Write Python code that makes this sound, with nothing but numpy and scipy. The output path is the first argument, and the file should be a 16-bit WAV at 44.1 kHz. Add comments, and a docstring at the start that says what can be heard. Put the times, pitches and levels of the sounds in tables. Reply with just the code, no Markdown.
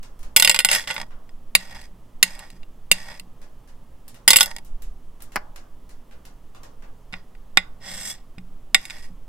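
"""In a quiet room, printer nozzles are tried on a glass plate, close to a stereo microphone.
Twice a nozzle is dropped: each bounce makes the glass ring, and it rattles to rest. Five times one
is held, stabbed down hard and dragged, so that many tiny slips blur into a scrape; one stroke squeaks.
Hard blows overload the microphone. In between, small parts are picked up with faint clicks,
over a low rumble and hum."""
import sys
import numpy as np
from scipy import signal
from scipy.fft import rfft, irfft
from scipy.io import wavfile
from scipy.ndimage import uniform_filter1d

SR = 44100
rng = np.random.default_rng(int(sys.argv[2]) if len(sys.argv) > 2 else 0)


def materialize(psi):
    """Save the field psi as 16-bit PCM at rate SR to the path in sys.argv[1].

    A 1-D psi becomes a single channel; in a 2-D psi each row is a channel.
    """
    bounded = np.clip(np.atleast_2d(psi).T, -1, 1)
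    quanta = np.round(bounded * 32767).astype(np.int16)
    wavfile.write(sys.argv[1], SR, quanta)


N = 409248
RING = np.arange(16384) / SR  # seconds through one blow
SLIDE = np.arange(1, 22051) / SR  # seconds through one scrape

# The nozzle is dropped, struck bare, struck in its holder, dragged lightly or pressed hard.
CONTACTS = ("loose", "bare", "block", "drag", "gouge")
# The glass plate's own tones, called modes. Each row: pitch in Hz, t60 (seconds to fade by 60 dB),
# left minus right in dB, then a level in dB for each of CONTACTS.
PLATE = [(182, 0.25, -3, -17, -21, -13, -6, -9), (525, 0.18, -4, -15, -22, -20, -13, -12),
         (600, 0.13, -5, -18, -20, -17, -5, -9), (785, 0.11, -2, -15, -17, -10, -4, -7),
         (900, 0.13, -1, -10, -23, -15, -4, -8), (1130, 0.1, -5, -14, -18, -12, -12, -15),
         (1470, 0.13, -3, -9, -15, -7, -11, -14), (1895, 0.15, -9, -6, -6, -2, 0, -3),
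         (2047, 0.15, -3, -2, -5, 0, -9, -6), (2200, 0.1, 1, -5, -7, 0, -5, -4),
         (2455, 0.07, 0, -6, -5, -3, -11, -12), (2762, 0.11, 1, -1, 0, -4, -10, -5),
         (3040, 0.07, -1, -5, -10, -13, -18, -10), (3364, 0.17, -3, -3, -16, -10, -7, -2),
         (3635, 0.11, -6, -4, -7, -3, -15, -6), (3850, 0.06, -5, -10, -6, -10, -13, -11),
         (4215, 0.07, -4, -6, -7, -16, -15, -12), (4760, 0.08, -3, -6, -7, -12, -12, -13),
         (5072, 0.12, -5, -4, -14, -9, -8, -2), (6300, 0.08, -3, -9, -15, -20, -16, -8),
         (6850, 0.05, -2, -14, -11, -17, -20, -16), (7670, 0.11, -6, 0, -10, -12, -14, 0),
         (7860, 0.11, -1, -4, -10, -11, -16, -10), (8590, 0.07, 1, -8, -6, -19, -15, -4),
         (9175, 0.1, -5, -3, -15, -20, -18, -11), (9771, 0.11, 0, -4, -10, -21, -19, -11),
         (9969, 0.1, 2, -7, -9, -23, -20, -12), (10730, 0.09, -2, -5, -8, -17, -21, -12),
         (11195, 0.1, -3, -11, -17, -24, -20, -10), (11820, 0.09, -3, -9, -13, -22, -19, -13),
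         (12393, 0.11, -1, -7, -17, -30, -25, -13), (13400, 0.09, 0, -13, -19, -31, -26, -13),
         (14392, 0.11, -5, -12, -17, -27, -31, -18)]
# A held nozzle striking or catching on the glass.
# Each row: start in seconds, level in dB, treble tilt in dB per octave, kind of contact.
STABS = [(0.9643, -23.5, -8, "block"), (0.9802, -27, -4, "drag"), (1.0004, -29, -3, "drag"),
         (1.0142, -27.5, -0.5, "drag"), (1.030, -37, -10.5, "drag"), (1.2924, -50, -0.5, "drag"),
         (1.5513, 0.5, 1.5, "bare"), (1.8146, -44, 2, "bare"), (2.2282, 1, 2, "bare"),
         (2.351, -43, 5, "bare"), (2.392, -36.5, 6, "bare"), (2.5027, -43, 1, "bare"),
         (2.631, -46.5, -9.5, "bare"), (2.9147, 1, 1, "bare"), (3.197, -33, 3.5, "bare"),
         (4.4592, -25, 11, "drag"), (4.513, -33, 0, "drag"), (4.5641, -29.5, 4, "drag"),
         (4.5842, -37.5, 4, "drag"), (7.1256, -39.5, -2, "block"), (7.1320, -34.5, -5, "block"),
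         (7.1388, -26.5, -10, "block"), (7.351, -51, -6, "block"), (7.5723, -2.5, -3, "block"),
         (8.3827, -41.5, -1.5, "block"), (8.7460, -2, 1.5, "block"), (8.8536, -31.5, 7.5, "block"),
         (8.8990, -33, 2, "block"), (8.9060, -31, 2, "block")]


def glass(contact, crack_t60, ring_db, damping, valley_db, cluster_hz=130, spot_db=2,
          likeness=0.67, phase_spread=0.63):
    """One blow on the plate: a noisy crack, strongest near the main modes, which then ring on."""
    # The crack, a crowd of short-lived modes. Each row: frequency in Hz, level in dB.
    crack_colour = [(100, 0), (400, -6), (800, -2), (1400, 2.5), (2100, -0.5), (2900, 0), (4800, 2.5),
                    (7000, 2), (10000, -3), (13000, -0.5), (15500, -0.5), (18000, -13)]
    # How far the left microphone is ahead. Each row: frequency in Hz, phase in radians.
    left_lead = [(20, 0.3), (1500, -0.15), (2500, -0.67), (4500, -1.12), (8000, -2), (15000, -1.68)]
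    f = bins(len(RING))
    hz, t60, pan_db, *levels = np.transpose(PLATE)
    # Each spot on the glass favours other modes.
    db = levels[CONTACTS.index(contact)] + spot_db * rng.standard_normal(len(hz))
    widths = cluster_hz * np.sqrt(hz / 3000)
    clusters = (amp(db) / (1 + ((f[:, None] - hz) / widths) ** 2)).max(1)
    valleys = amp(np.interp(f, hz, db) + valley_db)  # the floor between the modes
    crack_db = read(crack_colour, f) + 10 * np.log10(clusters ** 2 + valleys ** 2)
    crack = colour(burst(crack_t60, likeness), crack_db)
    left_gain = amp(np.interp(f, hz, pan_db) / 2) * np.exp(1j * read(left_lead, f))
    crack[0] = irfft(rfft(crack[0]) * left_gain)
    weights = amp(db) * np.exp(2j * np.pi * rng.random(len(hz))) / np.sqrt(t60 / t60.mean())
    lead = read(left_lead, hz) + phase_spread * rng.standard_normal(len(hz))
    sides = np.array([amp(pan_db / 2) * np.exp(1j * lead), amp(-pan_db / 2)])
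    ring = (weights * sides @ modes(damping)).real
    fade = np.cos(np.pi / 2 * RING / RING[-1]) ** 2
    return (unit_attack(crack) + amp(ring_db) * ring) * fade


def modes(damping):
    """The plate's modes as fading tones; a damping of 2 makes them die twice as fast."""
    hz, t60 = np.transpose(PLATE)[:2]
    step = np.exp((2j * np.pi * hz - np.log(1000) * damping / t60) / SR)
    return np.cumprod(np.broadcast_to(step[:, None], (len(hz), len(RING))), axis=1)


def burst(t60, likeness):
    """Fading noise for a crowd of modes, about equally strong in every narrow band."""
    noise = pair(len(RING), likeness) * dying(t60)
    power = uniform_filter1d(abs(rfft(noise)) ** 2, size=40)
    return np.array([colour(side, -10 * np.log10(p / p.mean() + 1e-9)) for side, p in zip(noise, power)])


def bounces():
    """A dropped nozzle leaves the glass at once, so the plate rings freely."""
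    # Each row is one bounce: start in seconds, level in dB, treble tilt in dB per octave.
    landings = [(0.363, 1, 2.5), (0.3708, -11, 2), (0.3982, -8, 2), (0.4236, -5.5, 1.5),
                (0.4476, -5.5, -2.5), (0.475, -8.5, -3.5), (0.4956, -5, 0), (0.513, -13, -1),
                (0.5448, -14, -4), (0.5617, -17, -4), (0.5902, -8.5, 0.5), (0.603, -16.5, -4),
                (0.6479, -6, -1), (0.6878, -13.5, -6), (0.7139, -12, -1), (0.7301, -13.5, -0.5),
                (0.7495, -14.5, -1.5), (0.8386, -39, -11), (0.8745, -26, -5), (0.9026, -22, -13),
                (0.9095, -23, -8), (4.2782, 3, 2.5), (4.3048, -0.5, 2.5), (4.3324, -6.5, -1.5),
                (4.3596, -3.5, -1), (4.3668, -3.5, 8.5), (4.386, -16.5, -2), (4.4, -19, 2),
                (4.4079, -3.5, -0.5), (4.4296, -14, 3.5)]
    out = np.zeros((2, N))
    for s, db, tilt_db in landings:
        blow = glass("loose", crack_t60=0.0235, ring_db=-15.5, damping=1.15, valley_db=-14.0,
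                     cluster_hz=95, spot_db=2.6)
        add(out, s, amp(db) * unit_attack(tilted(blow, tilt_db)))
    return out * amp([[-.5], [.5]])


def stabs():
    """A held nozzle stays on the glass and chokes the ring."""
    # For each contact: level of the ring against the crack in dB, damping factor.
    choke = {"bare": (-15.5, 2.1), "block": (-15.5, 1.55), "drag": (-14.5, 1.9)}
    out = np.zeros((2, N))
    for s, db, tilt_db, contact in STABS:
        ring_db, damping = choke[contact]
        blow = glass(contact, crack_t60=0.0185, ring_db=ring_db, damping=damping, valley_db=-12,
                     cluster_hz=120, spot_db=1.5)
        add(out, s, amp(db) * unit_attack(tilted(blow, tilt_db)))
    return out * amp([[-.5], [.5]])


def friction(strokes, contact, slips_per_s, uneven_db, ring_db, bed_db, damping, valley_db):
    """Tiny slips of the tip ring the plate; each stroke sets how deep and how bright they sound."""
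    out, size = np.zeros((2, N)), len(SLIDE)
    bands_hz = [(1500, 5500), (300, 1500), (5500, 15500), (90, 260)]  # middle, low, treble, bed
    spots = [glass(contact, crack_t60=0.027, ring_db=ring_db, damping=damping, valley_db=valley_db)
             for _ in range(6)]
    for start, middle, low, treble in strokes:
        scrape = 0
        for spot in spots:
            slipping = rng.random(size) < slips_per_s / len(spots) / SR
            strength = amp(uneven_db * np.minimum(rng.exponential(1, size), 3))
            slips = slipping * strength * rng.choice([-1, 1], size)
            scrape = scrape + signal.fftconvolve(slips[None], spot, axes=1)[:, :size]
        for band, db in zip(bands_hz, (middle, middle + low, middle + treble, middle + low + bed_db)):
            part = signal.sosfilt(signal.butter(3, band, "band", fs=SR, output="sos"), scrape)
            add(out, start, evened(part) * amp(db))
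    return out


def stroke(length, db, sag_db_per_s, rise_s, release_db_per_s, touch_db=-25):
    """Level in dB of one slide: it rises from a light touch, drifts steadily, then is let go."""
    attack_db = touch_db * np.maximum(1 - SLIDE / rise_s, 0) ** 2
    sag_db = sag_db_per_s * np.minimum(SLIDE, length)
    release_db = release_db_per_s * np.maximum(SLIDE - length, 0)
    return db + attack_db - sag_db - release_db


def rolls():
    """The loose nozzle rolls and skids with an even tone until it runs down."""
    # Each row is one skid: start and length in seconds, middle band level in dB,
    # fall in dB per second, then low band and treble in dB against the middle.
    skids = [(0.69, .09, -21.5, 35, -10.5, -3), (0.871, .042, -31, 0, -9, -7),
             (0.935, 0.084, -44, 50, 1, -5), (4.44, .085, -38.5, 126.5, 1, -1)]
    strokes = [(start, stroke(length, db, sag, rise_s=0.0054, release_db_per_s=330), low, treble)
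               for start, length, db, sag, low, treble in skids]
    return friction(strokes, "drag", slips_per_s=770, uneven_db=3, ring_db=-15.5, bed_db=-16,
                    damping=3, valley_db=-7)


def drags_and_ring(pull_after_s=.19, pull_width_s=0.046):
    """Four easing drags with one pull each; at 7.145 s, a brief dull ring after the holder touches."""
    # Each row: start and length in seconds, middle band level in dB,
    # fall in dB per second, then low band and treble in dB against the middle.
    after_landing = [(1.56, 0.29, -45.5, 20, -6, -5), (2.24, 0.33, -41.5, 60, -5, -4.5),
                     (2.925, 0.25, -41.5, 36, -7, -5), (7.145, .07, -46, 270, -1.5, -17),
                     (8.76, .30, -48, 12, -10.5, -2.5)]
    pull = np.exp(-((SLIDE - pull_after_s) / pull_width_s) ** 2)
    strokes = []
    for start, length, db, sag, low, treble in after_landing:
        level = stroke(length, db, sag, rise_s=.01, release_db_per_s=399.5)
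        # The hand's pull makes the scrape louder and deeper.
        strokes.append((start, level + 5.5 * pull, low + 5 * pull, treble - 3.5 * pull))
    return friction(strokes, "drag", slips_per_s=1300, uneven_db=4.5, ring_db=-12, bed_db=-8,
                    damping=3.4, valley_db=-9)


def gouge(stop_s=0.081, thins_db=7, brightens_db=13):
    """The tip digs in and speeds up, sounding thinner and brighter as it goes, then stops."""
    # One long stroke: start and length in seconds, middle band level in dB,
    # fall in dB per second (negative, so it grows), low band and treble in dB against the middle.
    hard_stroke = (7.80, .305, -39, -6, -4, -7)
    start, length, db, sag, low, treble = hard_stroke
    speed = np.interp(SLIDE, [0, length, length + stop_s], [0, 1, 0])
    level = stroke(length, db, sag, rise_s=.08, release_db_per_s=280)
    strokes = [(start, level, low - thins_db * speed, treble + brightens_db * speed)]
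    return friction(strokes, "gouge", slips_per_s=1500, uneven_db=3, ring_db=-8, bed_db=-5,
                    damping=3.7, valley_db=-4.5)


def squeak(start=8.085, length=0.055, hz=3382, db=-36, waver=0.0077):
    """At the end of the hard stroke the slips briefly lock on to one mode of the plate."""
    out, size = np.zeros((2, N)), round(length * SR)
    pitch = hz * (1 + waver * evened(uniform_filter1d(rng.standard_normal(size), size=200)))
    tone = np.sin(2 * np.pi * np.cumsum(pitch) / SR)
    add(out, start, amp(db) * tone * np.hanning(size) * amp([[-1], [1]]))
    return out


def thuds(jolt_db=-38):
    """The bed under the glass bobs on its mounts, moved by the hand and jolted by every stab."""
    # The hand settling on the bed or letting go. Each row: start in seconds, level in dB.
    touches = [(1.923, -46.5), (2.529, -48), (3.211, -46), (7.131, -38), (8.38, -36), (9.103, -41)]
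    # Each row: pitch in Hz, t60 in seconds, level in dB.
    bed_modes = ((182, .3, 0), (122, .15, -8), (240, .1, -10), (100, .25, -10))
    bob = sum(amp(db) * dying(t60) * np.sin(2 * np.pi * hz * RING) for hz, t60, db in bed_modes)
    jolts = [(s, db + jolt_db) for s, db, *_ in STABS]
    out = np.zeros((2, N))
    for s, db in touches + jolts:
        add(out, s, amp(db) * bob * amp([[-1], [1]]))
    return out


def click(t60, tilt_db):
    """A light contact makes a brief burst of noise."""
    # The burst's tone. Each row: frequency in Hz, level in dB.
    click_colour = [(100, -7), (500, -1.5), (2000, 2), (3500, -3), (6000, -2), (12000, -2.5), (16000, -10)]
    noise = pair(len(RING), likeness=0.16) * dying(t60)
    return unit_attack(tilted(colour(noise, read(click_colour, bins(len(RING)))), tilt_db))


def small_sounds(middling_db=-46, room_share=.5):
    """Clicks, knocks and one short hiss: the direct sound, and what they send into the room."""
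    # Clicks of small parts, and at 0.942 s a short bright hiss as the nozzle rolls.
    # Each row: start in seconds, level in dB, treble tilt in dB per octave.
    clicks_and_hiss = [(0.029, -45, -1.5), (0.191, -52, 3), (0.23, -46.5, -2), (0.942, -38, 4),
                       (1.107, -50, -11), (3.416, -52.5, -3), (3.675, -57, -1.5), (4.08, -41, 5),
                       (4.144, -49, -1), (4.648, -50, 5), (4.821, -43.5, 3), (5.204, -49.5, -2.5),
                       (5.2212, -37.5, 7.5), (5.320, -47.5, -2.5), (5.56, -41, -2.5), (5.892, -52, 0),
                       (6.111, -53, -6.5), (6.2522, -46.5, 0), (6.548, -48, -6), (6.633, -45, -2.5),
                       (6.823, -51, -9.5)]
    # Dull knocks of a plastic part. Each row: start in seconds, level in dB.
    knock_times = [(5.3588, -18.5), (5.3641, -24.5)]
    # The knock's tone. Each row: frequency in Hz, level in dB.
    knock_colour = [(100, -3.5), (500, -7.5), (900, 3.5), (1300, -0.5), (2000, 1), (2800, -9.5),
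                    (3600, -21.5), (5300, -9), (7000, -40), (16000, -36)]
    light, knocks, to_room = np.zeros((3, 2, N))
    for s, db, tilt_db in clicks_and_hiss:
        sound = click(t60=.06, tilt_db=tilt_db)
        add(light, s, amp(db) * sound)
        # Louder ones are nearer, so less of their sound is echo.
        add(to_room, s, amp(middling_db + room_share * (db - middling_db)) * sound)
    for s, db in knock_times:
        knock = unit_attack(colour(burst(t60=0.044, likeness=0.8), read(knock_colour, bins(len(RING)))))
        snap = amp(-7) * click(t60=0.0073, tilt_db=5)
        add(knocks, s, amp(db) * (knock + snap))
    return light + knocks, to_room + amp(-23) * knocks


def room(x, onset_s=0.0072):
    """The room's echo builds up quickly, and each band dies at its own speed."""
    # Each row: frequency in Hz, t60 of the echo in seconds.
    fade_times = [(100, .35), (500, 0.96), (2000, 0.2), (6000, 0.23), (15000, 0.058)]
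    hz, t, spectrum = signal.stft(rng.standard_normal((2, SR // 2)), SR, nperseg=256)
    decay = np.exp(-np.log(1000) * t / read(fade_times, hz)[:, None])
    tail = signal.istft(spectrum * decay, SR, nperseg=256)[1]
    tail *= 1 - np.exp(-(np.arange(tail.shape[1]) / SR / onset_s) ** 2)
    return signal.fftconvolve(x, tail / np.linalg.norm(tail[0]), axes=1)[:, :N]


def air(db=-54.5):
    """A steady hush of room air, most alike at the two microphones in the bass."""
    # The air's tone. Each row: frequency in Hz, relative level in dB.
    air_colour = [(35, -23), (60, 8.5), (87, -19.5), (108, -0.5), (202, -8.5), (233, -3), (308, -9.5),
                  (1220, -17), (1470, -26), (1860, -25), (2300, -29.5), (3120, -27), (3940, -33),
                  (16000, -34)]
    f = bins(N)
    shared = read([(100, 1.0), (1000, 0.76), (4000, 0.89), (12000, 0.33)], f)
    left, other = rfft(rng.standard_normal((2, N)))
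    right = shared * left + np.sqrt(1 - shared ** 2) * other
    return amp(db) * evened(irfft(np.array([left, right]) * amp(read(air_colour, f)), N))


def rumble(level_db=-38, wander_db=1.5):
    """A deep rumble whose level wanders and swells three times."""
    # The rumble's tone. Each row: frequency in Hz, relative level in dB.
    rumble_colour = [(2, -3.5), (8, 1), (15, -5), (27, -10), (40, -24), (70, -35), (150, -70.5),
                     (400, -100)]
    # Each row is one swell: peak time in seconds, half width in seconds, rise in dB.
    swells = [(0.25, .18, 10), (1.15, .15, 5), (4.85, .28, 10)]
    f, t = bins(N), np.arange(N) / SR
    wander = evened(irfft(rfft(rng.standard_normal(N)) * (f < 2), N))
    swell_db = sum(db * np.exp(-((t - s) / width) ** 2) for s, width, db in swells)
    noise = evened(irfft(rfft(pair(N, likeness=1.0)) * amp(read(rumble_colour, f)), N))
    return noise * amp(level_db + wander_db * wander + swell_db)


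def hum():
    """The mains supply hums with three steady low tones."""
    # Each row: pitch in Hz, level in dB.
    tones = [(59.5, -67), (119.6, -66.5), (179, -67.5)]
    t = np.arange(N) / SR
    return sum(np.sqrt(2) * amp(db) * np.sin(2 * np.pi * (hz * t + rng.random())) for hz, db in tones)


def amp(db):
    """Turns decibels into a gain."""
    return 10 ** (np.asarray(db) / 20)


def evened(x):
    """Scales a sound to an average (rms) level of 1."""
    return x / np.sqrt(np.mean(x ** 2) + 1e-20)


def unit_attack(x):
    """Scales a blow so that its first 4 milliseconds have an rms level of 1."""
    return x / np.sqrt(np.mean(x[:, :SR // 250] ** 2))


def read(points, hz):
    """Reads between the rows of a table on a logarithmic frequency axis."""
    f, value = np.transpose(points)
    return np.interp(np.log(hz + 1), np.log(f + 1), value)


def add(mix, s, sound):
    """Adds a stereo sound to the mix at s seconds."""
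    part = mix[:, max(round(s * SR), 0):][:, :sound.shape[1]]
    part += sound[:, :part.shape[1]]


def dying(t60):
    """A fade that loses 60 dB every t60 seconds."""
    return np.exp(-np.log(1000) * RING / t60)


def bins(size):
    """Frequencies in the spectrum of this many samples."""
    return np.fft.rfftfreq(size, 1 / SR)


def colour(x, db):
    """Filters by a gain in dB at each frequency, so that nothing sounds before the blow."""
    log_gain = np.log(amp(np.r_[db, db[-2:0:-1]]))
    response = np.exp(np.conj(signal.hilbert(log_gain)))[:len(db)]
    return irfft(rfft(x) * response)


def tilted(x, tilt_db, corner_hz=2500):
    """Tilts the treble by tilt_db per octave above the corner; a softer contact loses treble."""
    return colour(x, tilt_db * np.log2(1 + (bins(len(RING)) / corner_hz) ** 2) / 2)


def pair(size, likeness):
    """White noise at two microphones, from unrelated (likeness 0) to identical (1)."""
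    left, other = rng.standard_normal((2, size))
    return np.array([left, likeness * left + np.sqrt(1 - likeness ** 2) * other])


def scene():
    """Everything on the plate, the small sounds around it, and the room."""
    scrapes = rolls() + drags_and_ring() + gouge()
    plate = bounces() + stabs() + thuds() + scrapes + squeak()
    direct, to_room = small_sounds()
    echo = room(amp(-28) * plate + to_room)
    background = (air() + rumble() + hum()) * amp([[-1.3], [1.2]])
    return plate + direct + echo + background


def record(dry, ceiling=1.02, edge_hz=16000):
    """The microphone overloads, flattening loud peaks; then the highest treble is cut."""
    clipped = dry / (1 + (dry / ceiling) ** 12) ** (1 / 12)
    treble_cut = signal.firwin(127, edge_hz, window=("kaiser", 4), fs=SR)
    return signal.oaconvolve(clipped, treble_cut[None], "same")


dry = scene()
out = record(dry)
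materialize(out)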